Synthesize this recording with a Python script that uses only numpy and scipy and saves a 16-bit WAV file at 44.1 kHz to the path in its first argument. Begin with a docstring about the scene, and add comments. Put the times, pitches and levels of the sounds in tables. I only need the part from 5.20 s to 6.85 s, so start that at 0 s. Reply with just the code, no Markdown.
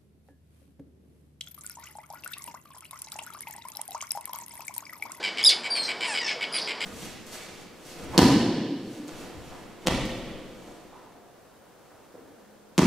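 """A near tern chatters a steady row of harsh keks, made of throat pulses chopped into bursts.
Others give stuttered chips of jumping notes, rasps of harsh pulses and a falling whistle. A nasal cry,
a rattle, a held far note, a low hoot and a faint hum are stacks of partials or single tones.
Shore and water return a short wash of decaying noise; wind, water and the far colony are noise
bands that swell and flicker. The microphone pair is almost mono."""
import sys
import numpy as np
from scipy import signal
from scipy.fft import rfft, irfft
from scipy.io import wavfile
from scipy.ndimage import uniform_filter1d

SR = 44100
rng = np.random.default_rng(int(sys.argv[2]) if len(sys.argv) > 2 else 0)


def convert_level_to_amplitude(level_db):
    """Map a level in decibels to its linear amplitude factor."""
    exponent = np.asarray(level_db, float) / 20
    return 10 ** exponent


def put_to_file(sound):
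    """Save the sound as 16-bit audio at rate SR, in the file named by the first command-line argument."""
    columns = np.atleast_2d(sound).T  # one column per channel
    safe = np.clip(columns, -1, 1)
    whole_steps = np.round(safe * 32767)
    wavfile.write(sys.argv[1], SR, whole_steps.astype(np.int16))


N = 72765


def col(rows, k, x):
    """Reads column k of a table at x, with straight lines between rows."""
    rows = np.array(rows, float)
    return np.interp(x, rows[:, 0], rows[:, k])


def tone_db(rows, hz):
    """Reads a (pitch_hz, level_db) table along a logarithmic pitch axis."""
    return col([(np.log(f), db) for f, db in rows], 1, np.log(np.maximum(hz, 1)))


def unit(x):
    """Scales a sound to an rms of 1."""
    return x / np.sqrt(np.mean(x ** 2))


def band(x, hz, width):
    """Two-pole resonance, gain 1 at the centre."""
    return signal.lfilter(*signal.iirpeak(hz, hz / width, SR), x)


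def steep_band(x, hz, width):
    """The same resonance twice in a row, so its sides fall more steeply."""
    return band(band(x, hz, width), hz, width)


def walk(rate):
    """Smooth chance with rms 1, made from rate random values a second."""
    k = max(int(SR / rate), 1)
    steps = np.repeat(rng.standard_normal(N // k + 1), k)
    return unit(uniform_filter1d(uniform_filter1d(steps, k), k)[:N])


def voice(curve, orders, waver, flicker_db, colour=None, bend=0, rough=0):
    """Partials on a pitch and level curve; the pitch wavers, each partial flickers, higher ones turn noisy."""
    t = np.arange(N) / SR
    hz = col(curve, 1, t) * (1 + waver * walk(300) + bend)
    phase = 2 * np.pi * np.cumsum(hz) / SR
    out = 0
    for k, db in orders:
        if colour:
            db = db + tone_db(colour, k * hz)
        strength = convert_level_to_amplitude(db + flicker_db * walk(150)) * (1 + rough * k * walk(1800))
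        out = out + strength * np.sin(k * phase + k * k)
    edge = np.clip(np.minimum(t - curve[0][0], curve[-1][0] - t) / 0.0044, 0, 1)
    return np.sqrt(2) * out * convert_level_to_amplitude(col(curve, 2, t)) * edge


def ring(x, table):
    """Steep resonances side by side; each drifts in strength as the throat shifts."""
    out = 0
    for k, (hz, width, db) in enumerate(table):
        gain = convert_level_to_amplitude(db + 1.3 * walk(13.94))
        out = out + (-1) ** k * gain * steep_band(x, hz, width)
    return out


def add(out, s, size):
    """Clicks at the times s, each shared between two samples."""
    at = s[s < N / SR - .001] * SR
    np.add.at(out, at.astype(int), size[:len(at)] * (1 - at % 1))
    np.add.at(out, at.astype(int) + 1, size[:len(at)] * (at % 1))


def shore():
    """Wind, water and far birds: third-octave bands that swell together and flicker alone."""
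    # tone of the background noise, before the overall level is set (pitch_hz, level_db per Hz)
    tone = [(15, -70), (25, -33), (70, -25), (170, -6.5), (350, -1.5), (900, -1), (1350, -6.5), (2230, -6),
            (2700, -12.5), (3100, -8.5), (3720, -12), (4870, -8.5), (6210, -23.5), (7700, -25),
            (10400, -34), (12500, -37), (15500, -45)]
    # how far the left-right difference lies under the middle (pitch_hz, level_db)
    side_under_mid = [(25, -11), (125, -23.5), (500, -29.5), (1500, -32.5), (4000, -38), (12000, -14)]
    mid, side, swell = 0, 0, walk(0.67)
    f = np.fft.rfftfreq(N, 1 / SR)
    tilt = convert_level_to_amplitude(tone_db(tone, f))
    mid_noise = rfft(rng.standard_normal(N)) * tilt
    side_noise = rfft(rng.standard_normal(N)) * tilt * convert_level_to_amplitude(tone_db(side_under_mid, f))
    for hz in 20 * 2 ** (np.arange(30) / 3):
        part = np.cos(np.pi / 2 * np.clip(3 * np.log2(np.maximum(f, 1) / hz), -1, 1)) ** 2
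        gain = convert_level_to_amplitude(0.78 * swell + 1.3 * walk(12.13))
        mid = mid + gain * irfft(mid_noise * part, N)
        side = side + gain * irfft(side_noise * part, N)
    level = convert_level_to_amplitude(-39) / np.sqrt(np.mean(mid ** 2))  # the middle ends at -39 dB rms
    return level * np.array([mid + side, mid - side])


def surroundings(x, wet_db, pan_db):
    """Direct sound, left over right by pan_db, plus a decaying noise wash slightly different left and right."""
    base_db, t60_s, rise_s, top_hz = -7.5, 0.28, .009, 7100  # wet_db adds to base_db
    u = np.arange(SR // 2) / SR
    fade = convert_level_to_amplitude(-60 * u / t60_s) * (1 - np.exp(-u / rise_s))
    shape = convert_level_to_amplitude(base_db) * fade * np.sqrt(14.2 / t60_s / SR)
    mid, side = shape * rng.standard_normal((2, len(u)))
    sos = signal.butter(1, top_hz, fs=SR, output="sos")
    wet = []
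    for sign in (1, -1):
        echo = signal.sosfilt(sos, mid + sign * convert_level_to_amplitude(-33.5) * side)
        wet.append(signal.fftconvolve(x, echo)[:N])
    direct = x * convert_level_to_amplitude(np.array([[.5], [-.5]]) * pan_db)
    return direct + convert_level_to_amplitude(wet_db) * np.array(wet)


def hum():
    """A faint hum sets in: one slightly wavering tone."""
    # path of the hum (time_s, pitch_hz, level_db)
    curve = [(1.4, 441, -50), (1.65, 441, -53)]
    return voice(curve, [(1, 0)], 0.0017, 0.99)


def low_hoot():
    """A short falling hoot: one wavering low tone."""
    # path of the hoot; it sounds at 0.94 of this pitch (time_s, pitch_hz, level_db)
    curve = [(1.145, 560, -54), (1.168, 510, -38), (1.19, 470, -52)]
    return voice(curve, [(0.94, 0)], 0.009, 1.7)


def far_note():
    """A held far note: one high tone roughened by fast chance changes in level."""
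    # path of the note (time_s, pitch_hz, level_db)
    curve = [(.94, 4920, -41), (.98, 5010, -44), (.992, 5030, -35.5), (1.012, 4850, -37.5),
             (1.022, 4700, -47)]
    return voice(curve, [(1, 0)], 0.00756, 3, rough=.35)


def rattle():
    """A harsh stack of partials switched on and off in bursts that each sag in pitch."""
    # path of the pitch and level before the bursts and tone (time_s, pitch_hz, level_db)
    curve = [(1.0, 1014, -45), (1.015, 978, -36.5), (1.035, 936, -39), (1.065, 898, -35.5),
             (1.125, 858, -38), (1.15, 826, -52)]
    # tone of the partials (pitch_hz, level_db)
    colour = [(900, -11.5), (1750, -5.5), (1950, 5), (2700, -2.5), (3700, -7), (4750, -8), (5400, 6),
              (5900, -11), (7300, -14.5), (8300, -19), (9300, -29)]
    bursts_hz, first_s, open_share, sag_share = 61, 1.009, 0.99, .03
    cycle = ((np.arange(N) / SR - first_s) * bursts_hz + .04 * walk(40)) % 1  # slightly uneven timing
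    partials = [(k, 0) for k in range(1, 11)]
    x = voice(curve, partials, .01, 2.2, colour, bend=sag_share * (.3 - cycle), rough=.08)
    return x * np.sin(np.pi * np.clip(cycle / open_share, 0, 1))


def cry():
    """A nasal falling cry: twelve partials whose tone is strong in some regions and weak in others."""
    # path of the cry before its tone (time_s, pitch_hz, level_db)
    curve = [(.843, 935, -51), (.852, 986, -42.5), (.868, 1003, -42.5), (.886, 928, -36.5),
             (.91, 871, -36.5), (.936, 808, -39), (.965, 720, -46.5)]
    # tone of the partials (pitch_hz, level_db)
    colour = [(780, -8), (970, 4), (1900, -3), (2700, -2), (3800, -16), (5000, -5), (6300, -18), (7600, -7),
              (9500, -12), (11500, -28)]
    return voice(curve, [(k, 0) for k in range(1, 13)], 0.0052, 0.99, colour, rough=.07)


def whistle():
    """A falling whistle: three partials, each flickering and a little noisy."""
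    # path of the whistle before its tone (time_s, pitch_hz, level_db)
    curve = [(.5, 4790, -35), (.51, 4710, -31), (.536, 4690, -34.5), (.56, 4447, -33.5), (.59, 4304, -34.5),
             (.63, 4186, -36), (.675, 4085, -41), (.715, 4040, -54)]
    # tone of the partials (pitch_hz, level_db)
    colour = [(4800, 4), (8200, -6), (9500, -9.5), (12400, -25), (13400, -29), (14200, -54)]
    return voice(curve, [(k, 0) for k in range(1, 4)], 0.0012, 1.7, colour, rough=.2)


def rasps():
    """Irregular pulses and noise through one wide resonance, with a treble skirt; a lone tick."""
    # harsh pulse bursts; width is that of each of two passes (start_s, length_s, centre_hz, level_db, width_hz)
    bursts = [(0.288, 0.013, 4480, -21.5, 2500), (0.299, 0.014, 4000, -20, 2440),
              (0.629, 0.046, 4900, -33.5, 1490), (1.381, 0.033, 4600, -32.5, 1170),
              (1.415, 0.004, 4880, -28.5, 500), (1.42, 0.05, 4900, -35.5, 800)]
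    # faint tick (start_s, level_db)
    ticks = [(1.318, -40)]
    out, t = np.zeros(N), np.arange(N) / SR
    pulses = rng.random(N) < 1800 / SR  # about 1800 a second, at random
    grit = unit(rng.standard_normal(N) * (1.35 + 4 * pulses))
    for s, length, hz, db, width in bursts:
        x = grit * np.clip((t - s) / 0.0025, 0, 1) * np.exp(-np.maximum(t - s - length, 0) / 0.0075)
        body = steep_band(x, hz, width) * np.sqrt(SR / 3 / width)
        out += convert_level_to_amplitude(db) * (body + convert_level_to_amplitude(-20.5) * steep_band(x, 8200, 8000))
    for s, db in ticks:
        x = grit * (t > s) * np.exp(-np.maximum(t - s, 0) / 0.001)
        out += convert_level_to_amplitude(db) * (3 * band(x, 1500, 1200) + 0.12 * band(band(x, 8500, 5000), 8500, 4300))
    return out


def chips():
    """Short clear notes that jump between pitches, each with its octave, a noisy click and some hiss."""
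    # notes; the octave level is relative to the note
    # (start_s, length_s, start_pitch_hz, end_pitch_hz, level_db, octave_level_db)
    notes = [(0.229, 0.0045, 3130, 3300, -20.5, -11), (0.2378, 0.0054, 4940, 4740, -15, -11),
             (0.2457, 0.0069, 5230, 4930, -14, -6), (0.2505, 0.0099, 3250, 4030, -15.5, -12),
             (0.2593, 0.0059, 5070, 4740, -11, -10), (0.263, 0.006, 3770, 3750, -14, -18),
             (0.2656, 0.0212, 5090, 4720, -12, -12), (0.2864, 0.011, 3260, 3670, -17, -12),
             (0.291, 0.011, 4650, 3950, -19, -9), (1.324, 0.0067, 4900, 4750, -33, -5.5),
             (1.332, 0.0098, 4910, 4880, -32, -5.5), (1.343, 0.0105, 4950, 4680, -32, -2),
             (1.353, .025, 4960, 4620, -31.5, -1), (1.378, 0.0062, 3370, 3300, -29.5, -23),
             (1.381, 0.012, 4610, 4220, -34, -7), (1.395, 0.011, 4330, 3360, -34.5, -16)]
    edge_s, breath_db, click_db = 0.0027, -42, -17
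    out = np.zeros(N)
    air = unit(band(band(rng.standard_normal(N), 8700, 7800), 9500, 6300))
    for s, length, hz0, hz1, db, octave_db in notes:
        u = np.arange(int(length * SR)) / SR
        overshoot = 1 + 0.028 * np.exp(-(u / 0.0026 - 1) ** 2)  # the pitch arches up early in the note
        phase = 2 * np.pi * np.cumsum((hz0 + (hz1 - hz0) * u / length) * overshoot) / SR
        edge = np.sin(np.pi / 2 * np.clip(np.minimum(u, length - u) / edge_s, 0, 1)) ** 2
        i = int(s * SR)
        hiss = air[i:i + len(u)] * (convert_level_to_amplitude(breath_db) * edge + convert_level_to_amplitude(click_db) * np.exp(-u / 0.0043))
        tone = edge * (np.sin(phase) + convert_level_to_amplitude(octave_db) * np.sin(2 * phase + 1)) * np.sqrt(2)
        out[i:i + len(u)] += convert_level_to_amplitude(db) * (tone + hiss)
    return out


def breathy(x, air):
    """Adds hiss that lasts about 40 samples after each pulse."""
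    return x + uniform_filter1d(x, size=40, origin=19) * air


def keks():
    """Uneven pulses, chopped into bursts, ring the throat; the treble fades through the call."""
    # calls; pitch is the third partial at the start, levels are before the throat
    # (start_s, level_db, third_partial_hz, length_s, treble_level_db)
    calls = [(0.0278, -18.5, 2339, 0.056, 0), (0.172, -18.5, 2287, 0.044, -2.5),
             (0.2984, -19.5, 2253, 0.033, -14), (0.4336, -23, 2320, 0.036, 2.5),
             (0.553, -21, 2388, 0.033, 0), (0.68, -20.5, 2332, 0.038, -1),
             (0.8069, -20.5, 2333, 0.053, 2.5), (0.9393, -20, 2283, 0.054, 4),
             (1.0714, -19.5, 2268, 0.058, -5.5), (1.2091, -21.5, 2268, 0.031, -0.5),
             (1.341, -20.5, 2249, 0.046, -0.5), (1.474, -21, 2157, 0.043, 0.5),
             (1.605, -20, 2203, 0.055, 2)]
    # throat resonances; width is that of each of two passes (centre_hz, width_hz, level_db)
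    throat = [(1646, 610, -16), (2259, 624, 0.5), (3167, 616, -3), (4000, 410, -9.5), (4850, 720, -6)]
    # treble resonances, same layout (centre_hz, width_hz, level_db)
    treble = [(7550, 1250, -14.5), (10540, 2300, -26.5), (13000, 2800, -42)]
    flutter_hz, open_share, opening_s = 93.3, .65, .0045  # burst rate, open share, length of the opening burst
    opening_gap_db, later_gap_db = -17, -5  # level between bursts
    rise_s, fall_s, start_share = .02, .011, .6
    fade_db_s, treble_fade_db_s = -90, -120  # dB a second; the treble fade comes on top
    drive, bright, count = np.zeros(N), np.zeros(N), 80
    chance = rng.standard_normal((len(calls), 3, count))
    for (s, db, third_hz, length, treble_db), (gap, strength, burst) in zip(calls, chance):
        period = 3 / third_hz * (1 + 0.04006 * np.arange(count) / 40)  # the pitch sags pulse by pulse
        u = np.cumsum(period) - period[0] + .04 * period * gap * (np.arange(count) > 0)
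        # bursts of uneven length, the first one cut short
        turns = np.cumsum(1 + .18 * np.clip(burst[::-1], -2, 2)) / flutter_hz
        borders = np.r_[0, 1 / flutter_hz, 1 / flutter_hz + turns[:-2]]
        cycle = np.interp(u - (opening_s - open_share / flutter_hz), borders, np.arange(count))
        gap_db = np.where(cycle < 1, opening_gap_db, later_gap_db)
        gate = convert_level_to_amplitude(np.where(cycle % 1 < open_share, 0, gap_db))
        swell = np.interp(u, [0, rise_s], [start_share, 1])
        swell = swell * convert_level_to_amplitude(fade_db_s * np.maximum(u - rise_s, 0))
        swell = swell * np.exp(-np.maximum(u - length, 0) / fall_s)
        # chance differences between pulses and between bursts
        size = convert_level_to_amplitude(db + 2.2 * strength + 0.86 * burst[cycle.astype(int)]) * gate * swell
        add(drive, s + u, size)
        add(bright, s + u, size * convert_level_to_amplitude(treble_db + treble_fade_db_s * u))
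    air = rng.standard_normal(N) * np.sqrt(40) * convert_level_to_amplitude(-8.5)
    return convert_level_to_amplitude(22) * (ring(breathy(drive, air), throat) + ring(breathy(bright, air), treble))


def scene():
    """Gives each group of birds its wash and place, and adds the shore."""
    far = cry() + rattle() + far_note() + low_hoot() + hum()
    out = shore()
    out = out + surroundings(far, wet_db=4.5, pan_db=0.5)
    out = out + surroundings(whistle(), wet_db=4.5, pan_db=1.0)
    out = out + surroundings(chips() + rasps(), wet_db=3.0, pan_db=-.45)
    return out + surroundings(keks(), wet_db=2.7, pan_db=0.22)


def top_cut(x):
    """Nothing passes above the cut-off."""
    return signal.sosfilt(signal.butter(12, 15970, fs=SR, output="sos"), x)


def record(dry):
    """The microphone dulls the top, then a steep filter sets the band edge."""
    dull = signal.sosfilt(signal.butter(2, 13100, fs=SR, output="sos"), dry)
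    mix = signal.sosfilt(signal.ellip(8, .2, 70, 15700, fs=SR, output="sos"), dull)
    return top_cut(mix)


dry = scene()
out = record(dry)
put_to_file(out)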